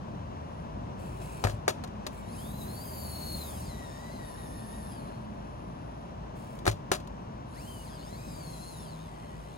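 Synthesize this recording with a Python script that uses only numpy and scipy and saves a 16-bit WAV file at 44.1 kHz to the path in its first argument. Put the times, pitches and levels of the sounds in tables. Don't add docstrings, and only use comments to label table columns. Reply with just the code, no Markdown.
import sys
import numpy as np
from scipy import signal
from scipy.fft import rfft, irfft, next_fast_len
from scipy.io import wavfile

SR = 44100
rng = np.random.default_rng(int(sys.argv[2]) if len(sys.argv) > 2 else 0)


def dump(signal):
    limited = np.clip(np.atleast_2d(signal).T, -1, 1)
    pcm = np.round(limited * 32767).astype(np.int16)
    wavfile.write(sys.argv[1], SR, pcm)


N = 422037
T = np.arange(N) / SR
SIZE = 2 * next_fast_len(N // 2 + 4096)
FREQ = np.fft.rfftfreq(SIZE, 1 / SR)


def undb(db):
    return 10 ** (np.asarray(db) / 20)


def unit(x):
    return x / np.sqrt(np.mean(x ** 2))


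def noise():
    return rng.standard_normal(N)


def curve(rows, axis=1):
    rows = np.array(rows)
    return np.interp(T, rows[:, 0], rows[:, axis])


def across(points):
    hz, value = np.transpose(points)
    return np.interp(np.log(FREQ + 1), np.log(np.abs(hz) + 1), value)


def shape(x, response):
    return irfft(rfft(x, SIZE) * response, SIZE)[:N]


def resonance(hz, width):
    return 1j * FREQ * width / (hz ** 2 - FREQ ** 2 + 1j * FREQ * width)


def body(peaks):
    power = sum(np.abs(undb(db) * resonance(hz, width)) ** 2 for hz, width, db in peaks)
    return np.sqrt(power)


def walk(rate):
    levels = rng.standard_normal(16384)
    place = T * rate * 2
    step = place.astype(int)
    blend = (1 - np.cos(np.pi * (place - step))) / 2
    here, following = levels[step % len(levels)], levels[(step + 1) % len(levels)]
    return unit(here * (1 - blend) + following * blend)


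def spell(start, end, attack, t60, growth_db=0):
    onset = np.clip(1 + (T - start) / attack, 0, 1)
    to_go = np.clip((end - T) / (end - start), 0, 1)
    release_db = -60 * np.maximum(T - end, 0) / t60
    return onset * undb(-growth_db * to_go + release_db)


def ring(modes, length, scatter):
    hz, db, t60 = np.transpose(modes)[:, :, None]
    t = np.arange(length) / SR
    shift, weight = rng.standard_normal((2, len(modes), 1))
    sign = np.where(hz < 300, 1, rng.choice([-1, 1], hz.shape))
    decay = undb(db + 2 * weight - 60 * t / t60)
    return np.sum(sign * decay * np.sin(2 * np.pi * hz * (1 + scatter * shift) * t), axis=0)


def add(track, s, sound):
    start = int(s * SR)
    track[start:start + len(sound)] += sound[:N - start]


# (time [s], rumble level [dB], tyre wash level [dB])
TRAFFIC_LEVELS = [(0, -43, -48.5), (3, -43.5, -48), (6.5, -44.5, -49.5), (9.57, -47.5, -51)]
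# (frequency [Hz], relative level [dB])
RUMBLE_TONE = [(20, -41), (32, -19), (41, -14), (48, -5.5), (66, -5.5), (90, -4), (130, -3), (170, -4.5),
               (230, -7), (290, -12), (450, -22), (700, -22), (1200, -63), (2600, -100)]
# (frequency [Hz], relative level [dB])
WASH_TONE = [(200, -17), (370, -3.5), (460, -6), (600, -0.5), (780, -4.5), (1000, -2.5), (1280, -12),
             (1700, -17), (2150, -23), (2700, -22), (3300, -25.5), (4700, -31.5), (5800, -30),
             (7200, -37.5), (9500, -38.5), (16000, -55)]
# (start [s], end [s], mean pitch [Hz], level [dB])
ENGINE_NOTES = [(0, 12, 54.5, -47.5), (0, 0.46, 79.9, -45.5), (2.95, 3.64, 75, -41),
                (1.9, 2.75, 210.9, -46.5), (4.599, 5.45, 212.5, -46), (8.1, 9.35, 160.5, -44)]
ENGINE_FADE_S, ENGINE_T60_S = 0.18, 1.1


def traffic(rumble_db=1, wash_db=2, engine_db=-2, surge_db=1.13):
    rumble = unit(shape(noise(), undb(across(RUMBLE_TONE))))
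    rumble = rumble * undb(curve(TRAFFIC_LEVELS) + rumble_db + surge_db * walk(3))
    wash = unit(shape(noise(), undb(across(WASH_TONE))))
    wash = wash * undb(curve(TRAFFIC_LEVELS, axis=2) + wash_db + .5 * walk(5.6))
    engines = 0
    for start, end, hz, db in ENGINE_NOTES:
        note = np.sin(2 * np.pi * np.cumsum(hz * (1 + .008 * walk(7))) / SR)
        level = undb(db + 2 * walk(5))
        engines = engines + level * spell(start, end, ENGINE_FADE_S, ENGINE_T60_S) * note
    return rumble + wash + undb(engine_db) * engines


# (start [s], end [s], level [dB])
STRAIN_SPELLS = [(0.491, 0.594, -73), (2.318, 2.397, -53.5), (4.26, 4.92, -52.5), (4.982, 5.079, -67),
                 (5.15, 5.6, -73), (5.65, 6.05, -73), (7.532, 7.58, -61), (7.82, 7.888, -60),
                 (8.45, 8.822, -55.5)]
STRAIN_ATTACK_S, STRAIN_GROWTH_DB, STRAIN_T60_S = 0.083, 3, 0.42


def strain(db=-3.0):
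    squeal = shape(noise(), resonance(10450, 950) ** 2)
    effort = sum(undb(level) * spell(start, end, STRAIN_ATTACK_S, STRAIN_T60_S, STRAIN_GROWTH_DB)
                 for start, end, level in STRAIN_SPELLS)
    return undb(db + walk(36)) * effort * unit(squeal)


def ramp_echoes(x):
    paths = [(.0007, .5), (.0016, .4), (.0031, .35)]  # (mean delay [s], gain)
    echoes = sum(gain * np.interp(T - delay - .00012 * walk(2), T, x) for delay, gain in paths)
    return (x + echoes) / np.sqrt(1 + sum(gain ** 2 for _, gain in paths))


# (start [s], end [s], level [dB])
SLIDE_SPELLS = [(1.0, 1.197, -61), (1.226, 1.512, -56), (2.134, 2.2, -60), (6.372, 6.57, -63)]
# (frequency [Hz], relative level [dB])
TREAD_TONE = [(1180, -27), (2000, -19), (2260, 4), (3370, -10), (4730, -13), (5250, -13), (9250, -12.5),
              (10400, -2.5), (13100, -18.5), (16000, -12)]
# (frequency [Hz], width [Hz], relative level [dB])
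SHELL_RESONANCES = [(2310, 210, -17), (3260, 250, -23), (3960, 250, -6), (4430, 280, 0), (7700, 240, 14),
                    (8100, 250, 6)]
SLIDE_ATTACK_S, SLIDE_GROWTH_DB, SLIDE_T60_S = .03, -0.5, 0.26


def slides(db=-1, shell_db=-5, grit_db=3.0):
    grains = noise() * undb(grit_db * walk(465))
    slip = sum(undb(level) * spell(start, end, SLIDE_ATTACK_S, SLIDE_T60_S, SLIDE_GROWTH_DB)
               for start, end, level in SLIDE_SPELLS)
    tread = unit(shape(grains, undb(across(TREAD_TONE))))
    shell = unit(shape(grains, body(SHELL_RESONANCES)))
    return slip * (undb(db) * tread + undb(shell_db) * shell)


# (time [s], crack level [dB], chassis knock level [dB], length of the chatter after it [s])
BLOWS = [(1.216, -51, -45, 0.0019), (1.4394, -26.5, -21, .015), (1.450, -37, -21.5, .02),
         (1.470, -35, -24.5, .03), (1.497, -38, -35.5, .025), (1.6796, -21.5, -15.5, .03),
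         (1.838, -37.5, -34.5, .01), (1.875, -49, -57, 0.0026), (2.066, -29.5, -29, .008),
         (6.589, -46.5, -58, 0), (6.654, -34, -30, 0), (6.665, -27, -20, .01), (6.677, -22.5, -15, .022),
         (6.713, -35.5, -46, .015), (6.9162, -19.5, -15.5, .05), (7.001, -48, -51, 0),
         (7.073, -46.5, -53, 0)]
REBOUND_GAP_S, REBOUND_FADE_DB_PER_S = .006, 350
REBOUND_CRACK_DB, REBOUND_KNOCK_DB = -4, -10


def contacts(scatter_db=0.5, count=12):
    for s, crack, knock, chatter in BLOWS:
        yield s, crack, knock
        delays = REBOUND_GAP_S * np.cumsum(rng.uniform(.5, 1.5, count))
        drops = scatter_db * rng.standard_normal(count) - REBOUND_FADE_DB_PER_S * delays
        for delay, drop in zip(delays, drops):
            if delay < chatter:
                yield s + delay, crack + REBOUND_CRACK_DB + drop, knock + REBOUND_KNOCK_DB + drop


# (frequency [Hz], relative level [dB])
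CRACK_TONE = [(500, -7), (1200, -2), (2000, -5.5), (3000, -6), (4200, -1.5), (5200, -8), (6400, -6.5),
              (8000, -7.5), (11000, -14.5), (13400, -22), (15800, -15)]
# (mean frequency [Hz], mean relative level [dB], 60 dB decay time [s])
CHASSIS_MODES = [(363, -2, 0.095), (400, 3, 0.028), (525.7, -2.5, 0.054), (599, -6, 0.17),
                 (726, 0.5, 0.058), (842, 0, 0.023), (1018, -9.5, 0.067), (1277, 0.5, 0.026),
                 (1620, 3.5, 0.026), (1795, -2, 0.032), (2380, -6.5, 0.027)]


def clatter(knock_db=-8, contact_s=.0008, crack_t60=0.028, tail_db=-24, tail_t60=0.23):
    cracks, knocks, t = np.zeros(N), np.zeros(N), T[:8192]
    snap = undb(-60 * t / crack_t60)
    buzz = undb(tail_db - 60 * t / tail_t60)
    fade = (snap + buzz) * np.minimum(t / contact_s, 1)
    for s, crack, knock in contacts():
        add(cracks, s, undb(crack) * fade * rng.standard_normal(len(t)))
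        add(knocks, s, undb(knock) * ring(CHASSIS_MODES, len(t), scatter=0.036))
    return shape(cracks, unit(undb(across(CRACK_TONE)))) + undb(knock_db) * knocks


# (time [s], level [dB])
LANDINGS = [(1.448, -19), (1.535, -27.5), (6.678, -17)]
# (mean frequency [Hz], mean relative level [dB], 60 dB decay time [s])
RAMP_MODES = [(51, -13, 0.34), (88, -21, 0.99), (105.3, -1.5, 0.18), (139, -27, 0.49), (179, -25.5, 0.13),
              (257, -32, 0.031)]


def thuds():
    out = np.zeros(N)
    for s, db in LANDINGS:
        add(out, s, undb(db) * ring(RAMP_MODES, SR // 2, scatter=0.015))
    return out


def falls():
    return shape(clatter() + thuds(), 1 / (1 + (42 / (FREQ + 1)) ** 6))


# (time [s], level [dB])
DRIVE_LEVELS = [
    [(2.22, -73), (2.4, -58), (2.57, -61.5), (2.62, -55), (2.67, -60), (2.7, -58.5), (3.42, -52.5),
     (3.81, -61.5), (4.13, -63), (4.95, -65), (5.25, -78)],
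    [(7.46, -78), (7.56, -62.5), (7.72, -59.5), (7.91, -63), (8.08, -60.5), (8.13, -62), (8.66, -58.5),
     (9.09, -65), (9.1, -66), (9.4, -66), (9.57, -65)],
]


def drive_gain():
    gain = 0
    for climb in DRIVE_LEVELS:
        inside = np.minimum(T - climb[0][0], climb[-1][0] - T)
        gain = gain + undb(curve(climb)) * np.clip(1 + inside / .02, 0, 1)
    return gain


# (time [s], mean tooth mesh rate [Hz])
MOTOR_SPEED = [
    [(2.28, 1925), (2.33, 2266), (2.39, 3120), (2.48, 3712), (2.58, 4100), (2.62, 3830), (2.85, 4824),
     (3.14, 4370), (3.38, 4293), (3.56, 3232), (3.71, 2005), (3.93, 1824), (4.12, 2057), (4.37, 1799),
     (4.38, 1960), (4.47, 1784), (4.76, 1860), (4.91, 1730), (5.04, 1350), (5.15, 1392)],
    [(7.53, 1317), (7.62, 2720), (7.69, 3160), (7.84, 2852), (7.9, 1740), (8.01, 1407), (8.19, 2373),
     (8.26, 2568), (8.59, 2000), (8.68, 2175), (8.8, 1840), (8.97, 1195), (9.04, 1261), (9.13, 1013),
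     (9.46, 1003), (9.57, 1232)],
]


def mesh_rate():
    return curve(np.vstack(MOTOR_SPEED))


TEETH = 12


def shaft_angle():
    mesh = mesh_rate()
    unsteady = (.013 * walk(20) + .015 * walk(130)) * 2000 / mesh
    return 2 * np.pi * np.cumsum(mesh * (1 + unsteady)) / SR / TEETH


MESH_PARTIALS = [0, -1.5, -7]
# (time [s], relative level [dB])
FACING = [(3.05, -1), (3.3, 3), (3.6, -6), (3.85, 2), (7.8, 4), (8.0, -6), (8.26, 1), (8.5, -10)]
# (frequency [Hz], gain [dB])
RADIATION = [(1100, -9), (1650, -5), (1920, 5), (2200, -3), (2500, -1), (2750, -6), (3150, 1), (3500, -2),
             (4250, 6), (5000, 2), (5700, -4), (6700, -7), (8700, -1), (9700, -9)]
# (multiple of the shaft rate, relative level [dB])
WEAK_TONES = [(5.5, -3), (7, -14), (11, -7), (11.5, -5), (16, -6), (17.5, -9), (19, -5), (20, -8), (23, -6),
              (25, -10), (33, -3), (36, 1)]
# (frequency [Hz], width [Hz], relative level [dB])
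GEARBOX_RESONANCES = [(2050, 500, -6), (3300, 350, -6), (4300, 600, 0), (5150, 400, -2), (6200, 500, -7),
                      (8000, 700, -7), (8750, 450, -7), (11100, 1200, -6)]
COGGING = .15


def whine(shaft, mesh_db=0.5, others_db=-6, flutter_db=2.5):
    tones = []
    for k, db in enumerate(MESH_PARTIALS, 1):
        level = undb(db + flutter_db * walk(40))
        tones.append(level * np.sin(k * TEETH * shaft + .25 * k * walk(110)))
    mesh = undb(curve(FACING)) * tones[0] + sum(tones[1:])
    mesh = mesh * (1 + COGGING * np.cos(shaft))
    others = sum(undb(db + 3 * walk(11)) * np.sin(k * shaft + k / 30 * walk(130)) for k, db in WEAK_TONES)
    mesh = undb(mesh_db) * shape(mesh, undb(across(RADIATION)))
    others = undb(others_db) * shape(others, body(GEARBOX_RESONANCES))
    return drive_gain() * (mesh + others)


# (frequency [Hz], relative level [dB per Hz])
RASP_TONE = [(1200, -34), (2200, -8), (3400, -11), (4400, -6), (5400, -15), (6400, -8), (8400, 1),
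             (9400, -13.5), (11100, 0.5), (12400, -7), (13400, -5), (14500, -2.5), (15800, -10)]
# (frequency [Hz], width [Hz], relative level [dB])
HOUSING_RINGS = [(3950, 140, -7), (5030, 160, -1), (6300, 220, -7), (7250, 200, -8), (8100, 220, -3),
                 (8800, 200, -1), (10900, 500, -5)]


def rattle(shaft, db=4.0, housing_db=-8.5, bright_db=8.0):
    flaws = rng.standard_normal(128)
    turn = shaft / (2 * np.pi) % 1
    worn = np.interp(turn, np.linspace(0, 1, len(flaws)), flaws)
    contact = (1 + .5 * np.cos(shaft)) * (noise() + 1.1 * worn)
    rasp = unit(shape(contact, undb(across(RASP_TONE))))
    treble = shape(rasp, 1 / (1 + (10500 / (FREQ + 1)) ** 8))
    lift = undb(bright_db * np.log2(mesh_rate() / 3300))
    rasp = rasp + treble * (lift - 1)
    housing = unit(shape(contact, body(HOUSING_RINGS)))
    return drive_gain() * (undb(db) * rasp + undb(housing_db) * housing)


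def gears():
    shaft = shaft_angle()
    return whine(shaft) + ramp_echoes(rattle(shaft))


def truck():
    return strain() + ramp_echoes(slides()) + gears()


def ports(source, phase, balance, diffuse_db):
    direct = rfft(source(), SIZE)
    scattered = rfft(source(), SIZE) * undb(diffuse_db) * FREQ / np.hypot(FREQ, 330)
    lean = undb(across(balance) / 2)
    left = (direct + scattered) * lean
    right = (direct - scattered) / lean * np.exp(-1j * across(phase))
    return irfft([left, right], SIZE)[:, :N]


# (frequency [Hz], lead of the left [radians])
FAR_PHASE = [(20, 0), (130, .15), (290, .9), (520, 2.2), (1380, 3.6), (2300, 6.2), (3450, 9.1), (5510, 15),
             (8270, 22.3), (16000, 24)]
BLOW_PHASE = [(20, -1.5), (150, 0.5), (600, 2.3), (1300, 0.5), (1700, 3.5), (2410, 5), (4570, 10),
              (8350, 16), (16000, 21.5)]
GEAR_PHASE = [(20, 0), (520, 1.5), (1290, 3.2), (1900, 4.9), (3000, 5.2), (4390, 5.6), (5200, 7),
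              (5860, 10.1), (6370, 12), (8270, 16.5), (9730, 20), (10500, 24), (11500, 25.5), (15100, 31.6)]
# (frequency [Hz], left minus right [dB])
FAR_BALANCE = [(60, 1), (200, 0), (380, 1), (700, 4.5), (1290, 2), (4400, 2.5), (8120, .5), (15000, -1)]
BLOW_BALANCE = [(60, 2), (200, .5), (380, 2), (700, 6.5), (1290, 3.5), (4400, 4.5), (8120, 3), (15000, 0)]
GEAR_BALANCE = [(700, 4.5), (2380, 1.5), (4400, 6), (8120, .5), (15000, -.5)]


def scene():
    garden = ports(traffic, FAR_PHASE, FAR_BALANCE, diffuse_db=-5)
    drive = ports(truck, GEAR_PHASE, GEAR_BALANCE, diffuse_db=-10)
    tumble = ports(falls, BLOW_PHASE, BLOW_BALANCE, diffuse_db=-8)
    return garden + drive + tumble


def record(dry):
    low_pass = signal.ellip(10, .2, 80, 15900, fs=SR, output="sos")
    return signal.sosfilt(low_pass, dry)


dry = scene()
out = record(dry)
dump(out)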